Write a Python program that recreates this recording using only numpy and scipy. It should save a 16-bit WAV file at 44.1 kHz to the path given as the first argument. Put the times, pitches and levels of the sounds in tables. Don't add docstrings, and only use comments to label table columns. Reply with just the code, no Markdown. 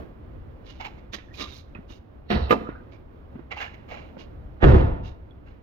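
import sys
import numpy as np
from scipy import signal
from scipy.fft import rfft, irfft
from scipy.io import wavfile
from scipy.ndimage import uniform_filter1d, minimum_filter1d

SR = 44100
rng = np.random.default_rng(int(sys.argv[2]) if len(sys.argv) > 2 else 0)


def file_out(sig):
    cols = np.atleast_2d(sig).T
    lim = np.clip(cols, -1, 1)
    pcm = np.round(lim * 32767).astype(np.int16)
    wavfile.write(sys.argv[1], SR, pcm)


N = 248018
TIME = np.arange(N) / SR
FREQ = np.maximum(np.fft.rfftfreq(N, 1 / SR), 1)
TAIL = TIME[:SR * 3 // 2]


def hood():
    # start_s, level_db, contact_ms
    latch_blows = [(2.302, -0.5, 0.071), (2.344, 8, 3.8)]
    # centre_hz, level_db_per_octave, t60_s
    latch_body = [(40, -44.5, 0.43), (110, -44, 1), (207, -23.5, 0.13), (400, -30, 0.37),
                  (736, -41.5, 0.91), (1410, -36, 0.43), (3020, -33, 0.13), (4260, -39.5, 0.53),
                  (6200, -57, 0.2), (8900, -83, .2), (13200, -48.5, 0.35)]
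    # pitch_hz, level_db, t60_s
    latch_modes = [(213.3, -24, 0.35), (493, -65, .3), (720, -31, .25), (1140, -34, 0.13),
                   (1276, -33.5, 0.55), (1723, -30.5, 0.084), (2660, -52.5, .39), (3644, -50, .55),
                   (4290, -43, 0.28)]
    # peak_s, level_db
    hood_bobs = [(2.359, -26.5), (2.43, -23.5)]
    # peak_s, length_s, level_db, tilt_db_per_octave, resonance_hz
    spring_rasp = [(2.315, .24, -41.5, 0.0057, 4200)]
    # frequency_hz, level_db
    rasp_colour = [(1500, -30), (2600, 4.5), (3500, 0.5), (4400, 4), (5100, -22), (8000, -40)]
    hood_hz, bob_rise_s, bob_fall_s = 68.1, 0.023, 0.07

    bobbing = sum(undb(db) * swell(s, bob_rise_s, bob_fall_s) for s, db in hood_bobs)
    since_release = TIME - latch_blows[0][0]
    boom = bobbing * np.sqrt(2) * np.sin(2 * np.pi * hood_hz * since_release)
    rasp = friction(spring_rasp, rasp_colour, slips_per_s=1300, judder_db=1.0, rise_share=0.09, ring_db=0)
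    blows = rebounds(latch_blows, count=3, gap_s=0.0075, loss_db=0.4, softening=2.0)
    return boom + rasp + strike(blows, latch_body, latch_modes, attack_s=0.0005)


def lever():
    # start_s, level_db, contact_ms
    lever_blows = [(2.5075, 1, 0.085), (2.611, -17, 0.98)]
    # centre_hz, level_db_per_octave, t60_s
    lever_body = [(40, -40.5, 0.13), (120, -40, 0.22), (268, -19, 0.16), (500, -27, 0.16), (830, -29, 0.22),
                  (1250, -17.5, 0.045), (2660, -17.5, 0.039), (4500, -34, 0.11), (7000, -37.5, .09),
                  (9000, -68, .09), (12500, -29, 0.064)]
    # pitch_hz, level_db, t60_s
    lever_modes = [(220, -33.5, 0.58), (311, -20.5, 0.13), (486, -6, 0.039), (704, -41, 0.53),
                   (1202, -13, 0.069), (1790, -31.5, 0.13), (1997, -35.5, 0.076), (2656, -34, 0.16)]
    blows = rebounds(lever_blows, count=2, gap_s=0.018, loss_db=5.5, softening=2.4)
    return strike(blows, lever_body, lever_modes, attack_s=0.00048)


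def door():
    # start_s, level_db, contact_ms
    door_blows = [(4.626, 4, 0.17), (4.733, -4, 0.2)]
    # centre_hz, level_db_per_octave, t60_s
    door_body = [(30, -19, 0.62), (70, -14.5, 0.69), (124, -25, 0.65), (197, -19, 0.48), (365, -17, 0.32),
                 (620, -27, 0.63), (980, -38, 0.82), (1600, -31.5, 0.46), (2680, -42.5, 0.76),
                 (5350, -37.5, 0.37), (9130, -60, 0.58), (13000, -49.5, 0.82)]
    # pitch_hz, level_db, t60_s
    door_modes = [(31, -22, 0.29), (43.6, -23.5, 0.39), (72.1, -13.5, 0.74), (94.3, -20, 0.74),
                  (128.2, -17.5, 0.75), (275.4, -21, 0.78), (322.6, -36.5, 0.33), (372.2, -17.5, 0.29),
                  (420, -27, .4), (508, -28.5, 0.37), (589, -29, 0.29), (612, -35, 0.51),
                  (741, -34.5, 0.56), (1172, -41, 0.83), (1263, -36.5, 0.56), (1582, -49.5, 0.55)]
    blows = rebounds(door_blows, count=4, gap_s=0.023, loss_db=6.5, softening=1.7)
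    return strike(blows, door_body, door_modes, attack_s=0.0014)


def rattle():
    # peak_s, length_s, level_db, tilt_db_per_octave, resonance_hz
    door_rattle = [(4.643, 0.067, -22, -1.7, 1656), (4.735, .165, -34.5, 1, 1240)]
    # frequency_hz, level_db
    rattle_colour = [(400, -35), (800, 3), (1300, -6), (1900, -7.5), (3200, -12), (5000, -37.5),
                     (8500, -52)]
    return friction(door_rattle, rattle_colour, slips_per_s=390, judder_db=4.5, rise_share=0.39, ring_db=7)


def shoes():
    # peak_s, length_s, level_db, tilt_db_per_octave, resonance_hz
    shoe_scuffs = [(.809, 0.053, -37, 0.5, 880), (.853, 0.057, -37, 1, 880),
                   (3.521, 0.06, -36.5, -1.5, 2040), (3.578, 0.085, -40, -0.5, 2700),
                   (3.614, 0.092, -34, -0.5, 1710), (3.745, 0.024, -50.5, 3, 2100),
                   (3.901, 0.088, -50.5, 1.5, 593), (3.938, 0.19, -43.5, -1.5, 574),
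                   (5.48, 0.14, -60.5, -1, 1500)]
    # frequency_hz, level_db
    shoe_colour = [(260, -36), (450, -15.5), (614, -12), (814, -5.5), (1050, -15.5), (1130, -10),
                   (1450, -13.5), (1840, -13), (2700, -9.5), (3270, -18), (5750, -31), (6280, -35),
                   (7280, -40), (8450, -67), (15500, -44)]
    return friction(shoe_scuffs, shoe_colour, slips_per_s=2800, judder_db=1.0, rise_share=0.23, ring_db=10)


def knocks():
    # start_s, level_db, contact_ms
    trim_knocks = [(1.184, -7, 0.064), (1.752, 0, 0.38), (1.787, 17.5, 4.1), (1.903, -0.5, .65),
                   (2.689, 13.5, 0.83), (3.354, 11.5, 1.57), (3.392, 0, 0.7), (4.168, 2, 0.71)]
    # centre_hz, level_db_per_octave, t60_s
    trim_body = [(90, -76, 0.14), (240, -38, 0.063), (460, -47.5, 0.059), (800, -39.5, 0.011),
                 (1400, -43, 0.14), (2720, -44, 0.21), (5030, -55.5, 0.089), (9000, -77.5, .05)]
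    return strike(trim_knocks, trim_body, [], attack_s=0.00054)


def sleeve():
    # peak_s, length_s, level_db, tilt_db_per_octave, resonance_hz
    sleeve_rubs = [(.70, 0.21, -53, -1.5, 2920), (.985, 0.037, -50.5, -5, 2200),
                   (1.143, 0.062, -38.5, -.5, 1816), (1.352, 0.068, -49.5, 4.5, 2530),
                   (1.415, 0.19, -39, -1, 3804), (1.55, 0.14, -56, 5.5, 4100),
                   (1.913, 0.1, -53.5, 2.5, 2900), (2.937, 0.087, -51.5, -4.5, 2310),
                   (4.202, 0.098, -48.5, -3, 2870), (5.06, 0.099, -52, -.5, 2800)]
    # frequency_hz, level_db
    sleeve_colour = [(120, -29.5), (200, -2), (407, -5), (906, -12.5), (1210, -13), (1540, -13),
                     (1810, -12), (2290, -7), (3750, -8.5), (6590, -19.5), (8050, -42.5), (12500, -34),
                     (15500, -39.5)]
    return friction(sleeve_rubs, sleeve_colour, slips_per_s=2400, judder_db=2.26, rise_share=0.3, ring_db=9.5)


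def creaks(waver=0.037, chatter_db=4):
    # start_s, length_s, first_hz, last_hz, level_db
    creak_glides = [(1.3, 0.042, 1820, 1950, -55), (1.382, 0.095, 1268, 1140, -40),
                    (2.632, .2, 1338, 1554, -50)]
    out = 0
    for s, length, first_hz, last_hz, db in creak_glides:
        progress = np.clip((TIME - s) / length, 0, 1)
        hz = (first_hz + (last_hz - first_hz) * progress) * (1 + waver * wander(584))
        grip = np.sin(np.pi * progress) * undb(db + chatter_db * wander(270))
        out = out + grip * np.sin(2 * np.pi * np.cumsum(hz) / SR)
    return out


def ticks(attack_s=0.00017, t60_s=0.049):
    # start_s, level_db, pitch_hz
    small_contacts = [(1.136, -37.5, 3510), (1.285, -47, 1720), (1.341, -44, 2470), (1.483, -39.5, 2740),
                      (1.75, -38.5, 2550), (2.672, -32.5, 1306), (3.51, -43.5, 2746), (3.569, -32.5, 820),
                      (5.309, -56.5, 3380)]
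    out = np.zeros((2, N + len(TAIL)))
    onset = (1 - np.exp(-TAIL / attack_s)) ** 2
    for s, db, hz in small_contacts:
        start = int(s * SR)
        out[:, start:start + len(TAIL)] += ring([(hz, db, t60_s)]) * onset
    return out[:, :N]


def air(level_db=-48, rumble_db=-45.5, flutter_db=1.06, rumble_hz=110):
    # frequency_hz, level_db_per_hz
    air_spectrum = [(12, -49.5), (20, -7.5), (70, -0.5), (153, -11), (191, -14.5), (219, -11.5), (324, -14),
                    (452, -20), (519, -18.5), (906, -28.5), (1040, -28.5), (2150, -39.5), (3350, -47),
                    (8170, -70), (15500, -60)]
    # peak_s, length_s, rise_db
    stirs = [(.55, 1, 3), (3.4, 1, 3), (4.15, .55, 4)]
    # peak_s, length_s, rise_db
    rumble_swells = [(.42, 0.26, 7.5), (4.42, .32, 4)]
    wash_db = 13.5 * np.exp(-TIME / 0.073)

    noise = shape(rng.standard_normal((2, N)), undb(lookup(air_spectrum, FREQ)[0]))
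    bass = irfft(rfft(noise) / (1 + (FREQ / rumble_hz) ** 4), N)
    upper = (noise - bass) * undb(level_db + humps(stirs) + wash_db)
    rumble = bass * undb(rumble_db + humps(rumble_swells) + wash_db / 2)
    return (upper + rumble) * undb(flutter_db * wander(13))


def rebounds(blows, count, gap_s, loss_db, softening, scatter=0.059):
    landings = []
    for s, db, contact_ms in blows:
        for k in range(count):
            delay = k * gap_s * (1 + scatter * rng.standard_normal())
            landings.append((s + delay, db - k * loss_db, contact_ms * softening ** k))
    return landings


def strike(blows, body, modes, attack_s):
    out = np.zeros((2, N + len(TAIL)))
    rings = ring(modes)
    for s, db, contact_ms in blows:
        response = (crowd(body) + rings) * (1 - np.exp(-TAIL / attack_s))
        keep = np.exp(-1000 * np.pi / (contact_ms * SR))
        hit = signal.lfilter([(1 - keep) ** 2], np.poly([keep, keep]), response)
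        start = int(s * SR)
        out[:, start:start + len(TAIL)] += undb(db) * hit
    return irfft(rfft(out[:, :N]) * ripple(width_hz=36.5, depth_db=2.5), N)


def crowd(body):
    noise = rfft(rng.standard_normal((2, len(TAIL))))
    hz = np.fft.rfftfreq(len(TAIL), 1 / SR) + 1
    out = 0
    for centre in 25 * 2 ** np.arange(0, 10, 0.5):
        octaves = np.clip(np.log2(hz / centre), -0.5, 0.5)
        band = irfft(noise * np.cos(np.pi * octaves), len(TAIL))
        db, t60 = lookup(body, centre)
        decay = undb(db - 60 * TAIL / t60)
        out = out + band / band.std() * decay * np.sqrt(0.5)
    return out


def ring(modes):
    out = np.zeros((2, len(TAIL)))
    for hz, db, t60 in modes:
        phase = np.array([[0], [rng.uniform(0, 2 * np.pi)]])
        out += undb(db - 60 * TAIL / t60) * np.sin(2 * np.pi * hz * TAIL + phase)
    return out


def friction(strokes, colour, slips_per_s, judder_db, rise_share, ring_db):
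    spot = np.pi / 2 * wander(45)
    grains = 0
    for share in (np.cos(spot), np.sin(spot)):
        grains = grains + shape(slips(slips_per_s) * share, ripple(width_hz=110, depth_db=4))
    (colour_db,) = lookup(colour, FREQ)
    out = 0
    for s, length, db, tilt_db, resonance_hz in strokes:
        resonance_db = ring_db / (1 + ((FREQ - resonance_hz) / 130) ** 2)
        rub = shape(grains, undb(colour_db + tilt_db * np.log2(FREQ) + resonance_db))
        out = out + rub * undb(db) * swell(s, length * rise_share, length * (1 - rise_share))
    return out * undb(judder_db * wander(47))


def slips(per_s):
    sizes = undb(3 * np.minimum(rng.exponential(size=N), 3))
    happens = rng.random(N) < per_s / SR
    return happens * sizes * rng.choice([-1, 1], (2, N))


def ripple(width_hz, depth_db):
    size = int(width_hz * N / SR)
    walk = uniform_filter1d(uniform_filter1d(rng.standard_normal(len(FREQ)), size), size)
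    return undb(depth_db * walk / walk.std() * FREQ / (FREQ + 900))


def wander(rate):
    size = int(SR / rate)
    walk = uniform_filter1d(uniform_filter1d(rng.standard_normal(N), size), size)
    return walk / walk.std()


def swell(s, rise, fall):
    before = ((s - TIME) / rise) ** 2
    after = (np.abs(TIME - s) / fall) ** 1.29
    return undb(-20 * np.where(TIME < s, before, after))


def humps(table):
    return sum(db * np.exp(-(2 * (TIME - s) / length) ** 2) for s, length, db in table)


def shape(x, gain):
    y = irfft(rfft(x) * gain, N)
    return y / y.std()


def lookup(table, hz):
    points, *columns = np.transpose(table)
    return [np.interp(np.log(hz), np.log(points), c) for c in columns]


def undb(db):
    return 10 ** (np.asarray(db) / 20)


def convolve(x, response):
    return signal.fftconvolve(np.atleast_2d(x), response, axes=1)[:, :N]


def garage(x, wet_db):
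    # centre_hz, relative_level_db_per_octave, t60_s
    echo_body = [(60, -21.5, 0.96), (254, -11, 0.66), (1010, -6, 0.8), (4040, 1, 0.55), (12000, 5.5, 0.58)]
    echo = crowd(echo_body) * np.clip(TAIL / 0.039, 0, 1)
    return x + undb(wet_db) * convolve(x, echo / np.sqrt(np.sum(echo[0] ** 2)))


def ports(x, side, diffuse):
    # frequency_hz, right_minus_left_db, right_lead_rad, likeness (0-1)
    port_pair = [(39.8, -6, 0.069, 1), (119, 3.7, 0.27, 0.98), (206, -2, 0.55, 1), (326, 9.5, 0.44, 0.19),
                 (680, 6, 4.72, 0.57), (1400, 8.5, 3.67, 0.72), (2800, 16, 4.32, 0.75), (6200, 19, 5, 1)]
    right_db, lead, likeness = lookup(port_pair, FREQ)
    likeness = np.clip(likeness - diffuse * FREQ / (FREQ + 150), 0, 1)
    right_gain = undb(side * right_db)
    left, other = rfft(x)
    shared = likeness * np.exp(1j * lead) * left
    right = right_gain * (shared + np.sqrt(1 - likeness ** 2) * other)
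    centre = np.sqrt(1 + right_gain ** 2 + 2 * right_gain * likeness * np.cos(lead)) / 2
    return irfft(np.array([left, right]) / centre, N)


def scene():
    bonnet = ports(garage(hood(), wet_db=-14), side=0.6, diffuse=0.2)
    footwell = ports(garage(lever(), wet_db=-22), side=0.58, diffuse=0.081)
    slam = ports(garage(door() + rattle(), wet_db=-13.5), side=0.5, diffuse=0.024)
    floor = ports(garage(shoes(), wet_db=-15.5), side=0.65, diffuse=0.1)
    small_sounds = knocks() + sleeve() + creaks() + ticks()
    cabin = ports(garage(small_sounds, wet_db=-21), side=0.89, diffuse=0.12)
    background = ports(air(), side=0.59, diffuse=0.36)
    return bonnet + footwell + slam + floor + cabin + background


def record(dry):
    ceiling, top_hz = 0.95, 15850
    gain = ceiling / np.maximum(np.abs(dry).max(axis=0), ceiling)
    gain = uniform_filter1d(minimum_filter1d(gain, size=500), size=250)
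    low_pass = signal.ellip(10, 0.1, 70, top_hz, fs=SR, output="sos")
    return signal.sosfilt(low_pass, dry * gain)


dry = scene()
out = record(dry)
file_out(out)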